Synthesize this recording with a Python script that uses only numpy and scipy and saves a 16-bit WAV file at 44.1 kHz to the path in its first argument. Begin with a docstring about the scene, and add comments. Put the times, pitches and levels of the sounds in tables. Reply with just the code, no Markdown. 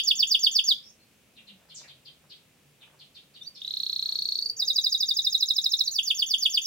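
"""On a porch, a caged canary sings close by while another small bird chips farther off over a low traffic rumble.
The song runs: slow falling slurs, a pause, two soft notes, a rapid roll, quick slurs, slow slurs again.
Each canary note is one whistled gesture, a near-pure tone with weak overtones, echoed by the cage and walls.
The far bird is rough glides heard mostly as reverberation; engines are wavering sines; air and rustles are noise."""
import sys
import numpy as np
from scipy import signal
from scipy.fft import rfft, irfft, next_fast_len
from scipy.io import wavfile
from scipy.ndimage import uniform_filter1d

SR = 44100
rng = np.random.default_rng(int(sys.argv[2]) if len(sys.argv) > 2 else 0)


def dump_mix(stems):
    """Bounce the given channels to the path in sys.argv[1] as a 16-bit WAV at rate SR."""
    frames = np.atleast_2d(stems).T  # one column per channel
    limited = np.clip(frames, -1, 1)  # hard clip at full scale
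    pcm = np.round(limited * 32767).astype(np.int16)
    wavfile.write(sys.argv[1], SR, pcm)


N = 293706
LEAD_IN = SR // 4   # samples computed ahead of time 0 and trimmed at the end
TIME = np.arange(-LEAD_IN, N) / SR   # s


def from_db(db):
    """Decibels to gain."""
    return 10 ** (np.asarray(db) / 20)


def rms_one(x):
    """Scale to unit power."""
    return x / np.sqrt(np.mean(x ** 2) + 1e-20)


def along(rows, at):
    """Every later column of a table, interpolated along its first."""
    first, *columns = np.transpose(rows)
    return [np.interp(at, np.sort(first), column) for column in columns]


def at_hz(points, hz):
    """A spectrum read on a log-frequency axis."""
    point_hz, values = np.array(points).T
    return np.interp(np.log(hz + 1), np.log(point_hz), values)


def drift(rate_hz, size):
    """Smooth random wander with spread about 1, made of noise below rate_hz."""
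    sos = signal.butter(4, rate_hz, fs=SR, output="sos")
    wander = signal.sosfilt(sos, rng.standard_normal(size + LEAD_IN))
    settled = wander[LEAD_IN // 2:]
    return rms_one(settled)[-size:]


def highpass(sound, low_hz, order):
    """Pass what lies above low_hz."""
    return signal.sosfilt(signal.butter(order, low_hz, "high", fs=SR, output="sos"), sound)


def add(track, start_s, sound):
    """Mix a sound into a track."""
    i = round(start_s * SR) + LEAD_IN
    part = sound[:max(len(track) - i, 0)]
    track[i:i + len(part)] += part


# slow slurs of the opening: (time of the accent [s], accent level [dB], high-side level [dB])
OPENING_SLURS = [(-.004, -10.5, -13), (.1139, -10.5, -13.5), (0.2328, -11, -14.5), (0.3505, -11, -13),
                 (0.4716, -10.5, -13), (.593, -11.5, -13.5)]
# the slur that closes the opening: (time of the accent [s], accent level [dB], high-side level [dB])
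CLOSING_SLUR = [(0.7201, -13, -13)]
# slow slurs that end the song: (time of the accent [s], accent level [dB], high-side level [dB])
RETURNING_SLURS = [(5.9916, -13.5, -21), (6.11, -12.5, -19.5), (6.227, -13, -18), (6.343, -12.5, -17.5),
                   (6.4614, -11, -17), (6.578, -11.5, -16.5), (6.696, -11.5, -13)]
# two soft rising notes before the roll: (time [s], pitch [Hz], level [dB])
LEAD_NOTES = [(3.4105, 3510, -42), (3.418, 3560, -39), (3.426, 3680, -38), (3.43, 3500, -61),
              (3.449, 3700, -48), (3.46, 4270, -50), (3.468, 4600, -40), (3.477, 4644, -32.5),
              (3.492, 4630, -59)]
# slur shapes: top_hz [Hz], sag of the fall [0-1], hook_hz_per_s [Hz/s], opening_db [dB], names in _s [s];
# a length factor later stretches their times. The quick shape gets its sag and hook from the run below.
OPENING_SHAPE = dict(top_hz=7163, fall_s=0.076, sag=0.078, hook_hz_per_s=122000, hook_s=0.0071, opening_db=-32, lead_s=0.025, high_swell_s=0.025, high_fade_s=0.005, low_swell_s=.011, low_fade_s=0.0098)
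CLOSING_SHAPE = dict(top_hz=7050, fall_s=.073, sag=.2, hook_hz_per_s=52000, hook_s=0.018, opening_db=-29, lead_s=0.028, high_swell_s=0.019, high_fade_s=.008, low_swell_s=0.028, low_fade_s=0.0093)
RETURNING_SHAPE = dict(top_hz=7040, fall_s=.074, sag=0.0602, hook_hz_per_s=107000, hook_s=0.0076, opening_db=-33, lead_s=.027, high_swell_s=0.016, high_fade_s=0.0081, low_swell_s=0.0098, low_fade_s=0.01)
SLOW_HZ, CLOSING_HZ = 3333, 3455   # mean pitch at the accent


def canary():
    """The whole song at the beak: the tone, and the treble that comes with it."""
    roll_times = beats(ROLL_TEMPO, count=28)
    lead_times = np.arange(LEAD_NOTES[0][0], LEAD_NOTES[-1][0], 1 / SR)
    slow = [slur(OPENING_SHAPE, s, SLOW_HZ, 0.95, *levels) for s, *levels in OPENING_SLURS]
    closing = [slur(CLOSING_SHAPE, s, CLOSING_HZ, 1, *levels) for s, *levels in CLOSING_SLUR]
    lead = [(lead_times, *along(LEAD_NOTES, lead_times))]
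    roll = [roll_pulse(s, *along(ROLL_COURSE, s)) for s in roll_times]
    quick = [quick_slur(s) for s in beats(QUICK_TEMPO, count=17)]
    slow_again = [slur(RETURNING_SHAPE, s, SLOW_HZ, 0.98, *levels) for s, *levels in RETURNING_SLURS]
    tone, overtones = (phrase(slow, waver=0.005, overtone_db=9.5, throat_hz=2550)
                       + phrase(closing, waver=0.0029, overtone_db=8.5, throat_hz=2920)
                       + phrase(lead, waver=0.005, overtone_db=15.5, throat_hz=3045)
                       + phrase(roll, waver=0.0051, overtone_db=8.0, throat_hz=2830)
                       + phrase(quick, waver=0.01, overtone_db=10.0, throat_hz=2870)
                       + phrase(slow_again, waver=0.0069, overtone_db=15.0, throat_hz=2650))
    snaps = highpass(roll_snaps(roll_times, snap_db=-23, decay_s=0.002) + 1e-18, 4200, order=4)
    return tone + snaps, overtones + rasp(tone, rasp_db=-21.5, low_hz=9000)


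FLICK_S, FLICK_FROM_HZ = .01, 4800   # the upward flick, before the length factor
PITCH_SCATTER, HOOK_SCATTER = .005, .15   # spread from note to note, as a share


def slur(shape, s, accent_hz, length, accent_db, high_db):
    """A slur flicks up to its top, falls to the accent and ends in a downward hook: (times, pitch, level).

    The high side of the syrinx opens softly, swells to a peak lead_s before the accent
    and hands over to the low side, which gives the accent.
    """
    t = np.arange(-shape["fall_s"] - FLICK_S, shape["hook_s"], 1 / (SR * length))
    height = np.clip(-t / shape["fall_s"], 0, 1)   # 1 at the top, 0 at the accent
    accent_hz = accent_hz * (1 + PITCH_SCATTER * rng.standard_normal())
    fall = accent_hz + (shape["top_hz"] - accent_hz) * height * (1 - shape["sag"] * (1 - height))
    below_top = np.minimum((t + shape["fall_s"]) / FLICK_S, 0) ** 2
    flick = (shape["top_hz"] - FLICK_FROM_HZ) * below_top
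    hook_rate = shape["hook_hz_per_s"] * (1 + HOOK_SCATTER * rng.standard_normal())
    hook = hook_rate * np.maximum(t, 0)
    opening = np.where(t < -shape["lead_s"], shape["opening_db"], -np.inf)
    high = high_db + swell_db(t + shape["lead_s"], shape["high_swell_s"], shape["high_fade_s"])
    low = accent_db + swell_db(t, shape["low_swell_s"], shape["low_fade_s"])
    return s + t * length, fall - flick - hook, np.max([opening, high, low], axis=0)


def swell_db(t, swell_s, fade_s, roundness=1.55):
    """A rounded rise and fall about t = 0, down 20 dB at swell_s before and fade_s after."""
    return -20 * np.maximum(-t / swell_s, t / fade_s) ** roundness


# shape that all quick slurs share, with keys as in the slow shapes
QUICK_SHAPE = dict(top_hz=7024, fall_s=0.044, hook_s=0.0068, opening_db=-37, lead_s=0.019, high_swell_s=.0115, high_fade_s=0.0049, low_swell_s=0.0093, low_fade_s=0.0095)
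# quick slurs straighten, shorten and shift their weight to the accent: (time [s], sag of the fall [0-1],
# hook before the length factor [Hz/s], accent pitch [Hz], length factor, accent level [dB], high-side level [dB])
QUICK_COURSE = [(4.626, .55, 30000, 3788, 1.15, -17.5, -18), (4.79, 0.61, 32500, 3834, 1.095, -14.5, -16),
                (5.11, .45, 41000, 3770, 1.06, -16, -17), (5.35, 0.38, 55000, 3865, 1.035, -13, -20.5),
                (5.6, .35, 58000, 3840, .97, -14.5, -20), (5.81, 0.19, 67000, 3906, .84, -12.5, -20.5),
                (5.88, 0, 80600, 4280, 0.83, -15.5, -27.5)]


def quick_slur(s):
    """A quick slur, shaped by how far the run has come."""
    sag, hook, *effort = along(QUICK_COURSE, s)
    return slur(dict(QUICK_SHAPE, sag=sag, hook_hz_per_s=hook), s, *effort)


# parts of each roll pulse: flick_hz [Hz], names in _s [s], names in _db [dB against the pulse's peak]
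PULSE_SHAPE = dict(flick_hz=7350, flick_s=.014, flick_db=-21.5, flick_swell_s=.012, handover_s=0.0048, swell_s=0.0028, scoop_s=.0018, hold_db=-9.5, hold_s=0.0058)
# the roll climbs, swells and smooths out:
# (time [s], pitch [Hz], scoop size [Hz], fade to -20 dB [s], peak level [dB])
ROLL_COURSE = [(3.619, 3780, 710, 0.0026, -27), (3.68, 4140, 725, 0.006, -22),
               (3.8, 4238, 714, .005, -18.5), (4.0, 4265, 650, 0.0042, -18), (4.13, 4380, 700, 0.0022, -17),
               (4.39, 4490, 597, 0.0032, -16), (4.46, 4680, 296, 0.006, -17.5),
               (4.5, 4690, 300, 0.0036, -17)]


def roll_pulse(s, pitch_hz, scoop_hz, fade_s, level_db):
    """A faint falling flick on the high side, then the low side scoops up to its pitch: (times, pitch, level)."""
    handover_s = PULSE_SHAPE["handover_s"]
    t = np.arange(-PULSE_SHAPE["flick_s"], PULSE_SHAPE["hold_s"], 1 / SR)
    pitch_hz = pitch_hz * (1 + PITCH_SCATTER * rng.standard_normal())
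    flick = np.interp(t, [t[0], -handover_s], [PULSE_SHAPE["flick_hz"], pitch_hz])
    scoop = pitch_hz - scoop_hz * (1 - np.tanh(1 + t / PULSE_SHAPE["scoop_s"]))
    high = PULSE_SHAPE["flick_db"] + swell_db(t + handover_s, PULSE_SHAPE["flick_swell_s"], fade_s)
    hold = np.where(t > 0, PULSE_SHAPE["hold_db"], -np.inf)
    low = np.maximum(swell_db(t, PULSE_SHAPE["swell_s"], fade_s), hold)
    on_high_side = t < -handover_s
    return s + t, np.where(on_high_side, flick, scoop), level_db + np.where(on_high_side, high, low)


def roll_snaps(times, snap_db, decay_s):
    """Each pulse of the roll has a tiny decaying snap of broadband noise at its beat."""
    out = np.zeros(len(TIME))
    t = np.arange(SR // 100) / SR
    for s in times:
        pulse_db = along(ROLL_COURSE, s)[-1]
        snap = rng.standard_normal(len(t)) * np.exp(-t / decay_s)
        add(out, s, from_db(pulse_db + snap_db) * snap)
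    return out


# the beat of the quick run, from its first note on: (time [s], rate [notes/s])
QUICK_TEMPO = [(4.6265, 12.41), (4.95, 12.22), (5.25, 12.71), (5.45, 12.67), (5.67, 13.28), (5.81, 14.49)]
# the beat of the roll, from its first note on: (time [s], rate [notes/s])
ROLL_TEMPO = [(3.619, 33.64), (3.8, 31.41), (4.15, 30.55), (4.36, 29.57), (4.425, 28.15), (4.46, 25.7)]


def beats(tempo, count):
    """Note times that follow a tempo curve."""
    times = [tempo[0][0]]
    while len(times) < count:
        rate, = along(tempo, times[-1])
        times.append(times[-1] + 1 / rate)
    return times


def phrase(notes, waver, overtone_db, throat_hz):
    """Notes of (times, pitch, level) whistled through one setting of the throat."""
    out = np.zeros((2, len(TIME)))
    for t, *gesture in notes:
        hz, level_db = uniform_filter1d(np.array(gesture), size=48)   # muscles round every turn
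        for track, part in zip(out, whistle(hz, level_db, waver, overtone_db)):
            add(track, t[0], part)
    # the throat is tuned to the phrase and passes little below its lowest pitch
    return highpass(out + 1e-18, throat_hz, order=6)


# second overtone colour, before the phrase's overtone gain: (overtone frequency [Hz], level against tone [dB])
SECOND_HARMONIC = [(5000, -46.5), (7000, -40.5), (8200, -40.5), (9300, -38), (11000, -22.5), (12500, -32),
                   (14300, -20.5)]
# third harmonic colour, before the same gain: (overtone frequency [Hz], level against tone [dB])
THIRD_HARMONIC = [(8000, -44.5), (10000, -40.5), (11700, -33.5), (13000, -34.5), (14200, -38.5),
                  (15500, -20.5), (17000, -26.5)]
TREMOR_DB, WAVER_HZ = .6, 316   # level spread; top rate of the pitch waver


def whistle(hz, level_db, waver, overtone_db):
    """A nearly pure tone with a slight tremor; returns the tone and its weak overtones."""
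    phase = 2 * np.pi * np.cumsum(hz * (1 + waver * drift(WAVER_HZ, len(hz)))) / SR
    overtones = 0
    for k, colour in ((2, SECOND_HARMONIC), (3, THIRD_HARMONIC)):
        gain = from_db(at_hz(colour, k * hz) + overtone_db)
        overtones = overtones + gain * np.sin(k * phase) * (k * hz < SR / 2)
    tremor_db = TREMOR_DB * drift(140, len(hz))
    envelope = from_db(level_db + tremor_db) * signal.windows.tukey(len(hz), .08)
    return envelope * np.sin(phase), envelope * overtones


def rasp(tone, rasp_db, low_hz):
    """A faint high fizz that follows the strength of the tone."""
    fizz = highpass(rng.standard_normal(len(tone)), low_hz, order=4)
    return from_db(rasp_db) * uniform_filter1d(np.abs(tone), size=64) * fizz


# balance of the direct sound as the head turns: (time [s], left minus right [dB])
HEAD_TURNS = [(0, -4.5), (.7, -2.5), (3.6, -3.5), (4.2, 0), (4.7, -2.5), (5.3, -2.5), (5.8, -4.5),
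              (6.6, -1.5)]
# near reflections reaching the left: (delay [s], level [dB])
LEFT_REFLECTIONS = [(.0028, -9), (.0078, -25.5), (0.0104, -18.5), (0.014, -27), (0.0266, -24)]
# near reflections reaching the right: (delay [s], level [dB])
RIGHT_REFLECTIONS = [(.0024, -25), (.0080, -28.5), (.0130, -18), (.0185, -15.5), (0.031, -20)]


def porch(tone, treble, early_db, early_t60, late_db, late_t60, treble_direct_db):
    """Direct sound, a few hard reflections, a scatter of close echoes and a short tail."""
    early = from_db(early_db) * tail(early_t60, build_s=0.0053)
    response = early + from_db(late_db) * tail(late_t60, build_s=0.0357)
    for side, reflections in zip(response, (LEFT_REFLECTIONS, RIGHT_REFLECTIONS)):
        for delay, level_db in reflections:
            side[round(delay * SR)] += from_db(level_db)
    pan_db, = along(HEAD_TURNS, TIME)
    straight = tone + from_db(treble_direct_db) * treble   # the beak beams its treble past the microphone
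    later = np.roll(straight, 2)   # the right microphone is a little farther
    direct = np.array([straight, later]) * from_db(pan_db * [[.5], [-.5]])
    return direct + heard(tone + treble, response)


def tail(t60, build_s):
    """Diffuse echoes of unit energy that build up and die away, unrelated left and right."""
    t = np.arange(SR // 2) / SR
    decay = from_db(-60 * t / t60)
    echoes = rng.standard_normal((2, len(t))) * decay * (1 - np.exp(-t / build_s))
    return echoes / np.sqrt(np.sum(echoes ** 2, axis=1, keepdims=True))


def heard(sound, response):
    """A sound through a two-channel echo pattern."""
    return signal.fftconvolve(sound[None], response, axes=1)[:, :len(TIME)]


# the far bird's rough falling chips: (time [s], start pitch [Hz], level before gain [dB])
CHIPS = [(1.357, 4320, -50.5), (1.465, 4720, -48.5), (1.687, 5044, -48.5), (1.741, 8440, -41),
         (1.768, 5920, -50.5), (1.825, 2940, -54), (1.871, 4940, -48), (2.046, 5120, -46.5),
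         (2.292, 5320, -46), (2.803, 4300, -51), (2.987, 4980, -48.5), (3.142, 5130, -47),
         (3.336, 5140, -48), (3.542, 5840, -45)]
CHIP_S, CHIP_END_SHARE = .027, .54   # every chip falls to this share of its start pitch
# its thin whistles: (time [s], start pitch [Hz], end pitch [Hz], length [s], level before gain [dB])
THIN_WHISTLES = [(.815, 5220, 5560, 0.073, -50), (.87, 5700, 6500, 0.033, -55),
                 (.98, 4170, 4480, 0.0603, -65), (3.42, 5700, 5970, 0.028, -52)]
FAR_DIRECT_DB = -17   # direct sound against unit-energy reverberation


def far_bird(calls, gain_db, t60, build_s, rough):
    """Rough glides from far away arrive mostly as reverberation."""
    out = np.zeros(len(TIME))
    for s, start_hz, end_hz, length, level_db in calls:
        size = int(length * SR)
        hz = np.geomspace(start_hz, end_hz, size) * (1 + rough * drift(1120, size))
        glide = signal.windows.tukey(size, .4) * np.sin(2 * np.pi * np.cumsum(hz) / SR)
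        add(out, s, from_db(level_db + gain_db) * glide)
    response = tail(t60, build_s)
    response[:, 0] += from_db(FAR_DIRECT_DB)
    return heard(out, response)


# soft rustles: (time of the peak [s], time to fall by e squared [s], level before flutter [dB])
RUSTLE_SWELLS = [(1.65, .07, -67), (1.86, .09, -64), (2.25, .04, -69), (2.84, .06, -69), (2.94, .08, -67),
                 (4.11, .11, -65), (4.63, .05, -61)]
# their spectrum: (frequency [Hz], relative level [dB])
RUSTLE_SPECTRUM = [(200, -23), (600, 4.5), (1800, 0), (4000, -26.5), (9000, -15), (15000, -30)]


def rustles(flutter_db):
    """Brief swells of fluttering noise."""
    swell = np.zeros(len(TIME))
    for s, length, level_db in RUSTLE_SWELLS:
        swell += from_db(level_db) * np.exp(-2 * ((TIME - s) / length) ** 2)
    flutter = from_db(flutter_db * drift(75, len(TIME)))
    return swell * flutter * stereo_noise(RUSTLE_SPECTRUM)


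# lower line of the distant engines: (time [s], pitch [Hz], level before flutter [dB])
LOW_ENGINE = [(0, 221.2, -68), (.8, 218, -76), (1.4, 216, -63), (1.8, 146.6, -70.5), (2.9, 145.5, -69),
              (3.6, 150.1, -75), (4.6, 121.9, -74.5), (5.6, 123.2, -70.5), (6.66, 140.3, -85)]
# higher line of the distant engines: (time [s], pitch [Hz], level before flutter [dB])
HIGH_ENGINE = [(4.1, 400, -115), (4.42, 434, -69), (4.7, 526.5, -62), (4.92, 552, -68.5), (5.2, 577, -115)]


def drone(rows, waver, flutter_db):
    """One unsteady line of a far engine: a sine whose pitch and level wander."""
    hz, level_db = along(rows, TIME)
    phase = 2 * np.pi * np.cumsum(hz * (1 + waver * drift(44.6, len(TIME)))) / SR
    return from_db(level_db + flutter_db * drift(5.5, len(TIME))) * np.sin(phase)


# spectrum of the steady air: (frequency [Hz], relative level [dB])
AIR_SPECTRUM = [(15, -26.5), (30, -29), (50, -12), (70, -11.5), (97, -9.5), (134, -7.5), (212, -7),
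                (309, -11.5), (545, -12.5), (911, -20), (1450, -20), (1900, -19.5), (2550, -15),
                (4250, -22), (8140, -23.5), (16000, -27.5)]


def air(level_db):
    """A steady bed of coloured noise, set by its overall level."""
    return from_db(level_db) * stereo_noise(AIR_SPECTRUM)


# likeness of the two sides: (frequency [Hz], left-right correlation [0-1])
SIDE_LIKENESS = [(30, 0.8), (120, .85), (500, 0.68), (2000, 0.43), (12000, 0.18)]


def stereo_noise(spectrum):
    """Coloured noise of unit power, more alike left and right in the bass."""
    size = next_fast_len(len(TIME))
    hz = np.fft.rfftfreq(size, 1 / SR)
    mid, side = rfft(rng.standard_normal((2, size))) * from_db(at_hz(spectrum, hz))
    alike = np.clip(at_hz(SIDE_LIKENESS, hz), -1, 1)
    both = np.sqrt(1 + alike) * mid + np.sqrt(1 - alike) * side * [[1], [-1]]
    return rms_one(irfft(both, size)[:, :len(TIME)])


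def scene():
    """The canary in front, the neighbourhood behind."""
    song = porch(*canary(), early_db=-5.5, early_t60=0.072, late_db=-15.5, late_t60=0.25, treble_direct_db=-6.0)
    chips = [(s, hz, hz * CHIP_END_SHARE, CHIP_S, level_db) for s, hz, level_db in CHIPS]
    far = (far_bird(chips, gain_db=5.0, t60=0.27, build_s=0.0055, rough=0.073)
           + far_bird(THIN_WHISTLES, gain_db=1.5, t60=0.24, build_s=0.0036, rough=0.032))
    traffic = drone(LOW_ENGINE, waver=0.0547, flutter_db=5.0) + drone(HIGH_ENGINE, waver=.03, flutter_db=4)
    mix = song + far + rustles(flutter_db=4.3) + traffic + air(level_db=-62.5)
    return mix[:, LEAD_IN:]


def record(dry):
    """The top is cut steeply above 15.9 kHz."""
    return signal.sosfilt(signal.ellip(10, .1, 80, 15900, fs=SR, output="sos"), dry)


dry = scene()
out = record(dry)
dump_mix(out)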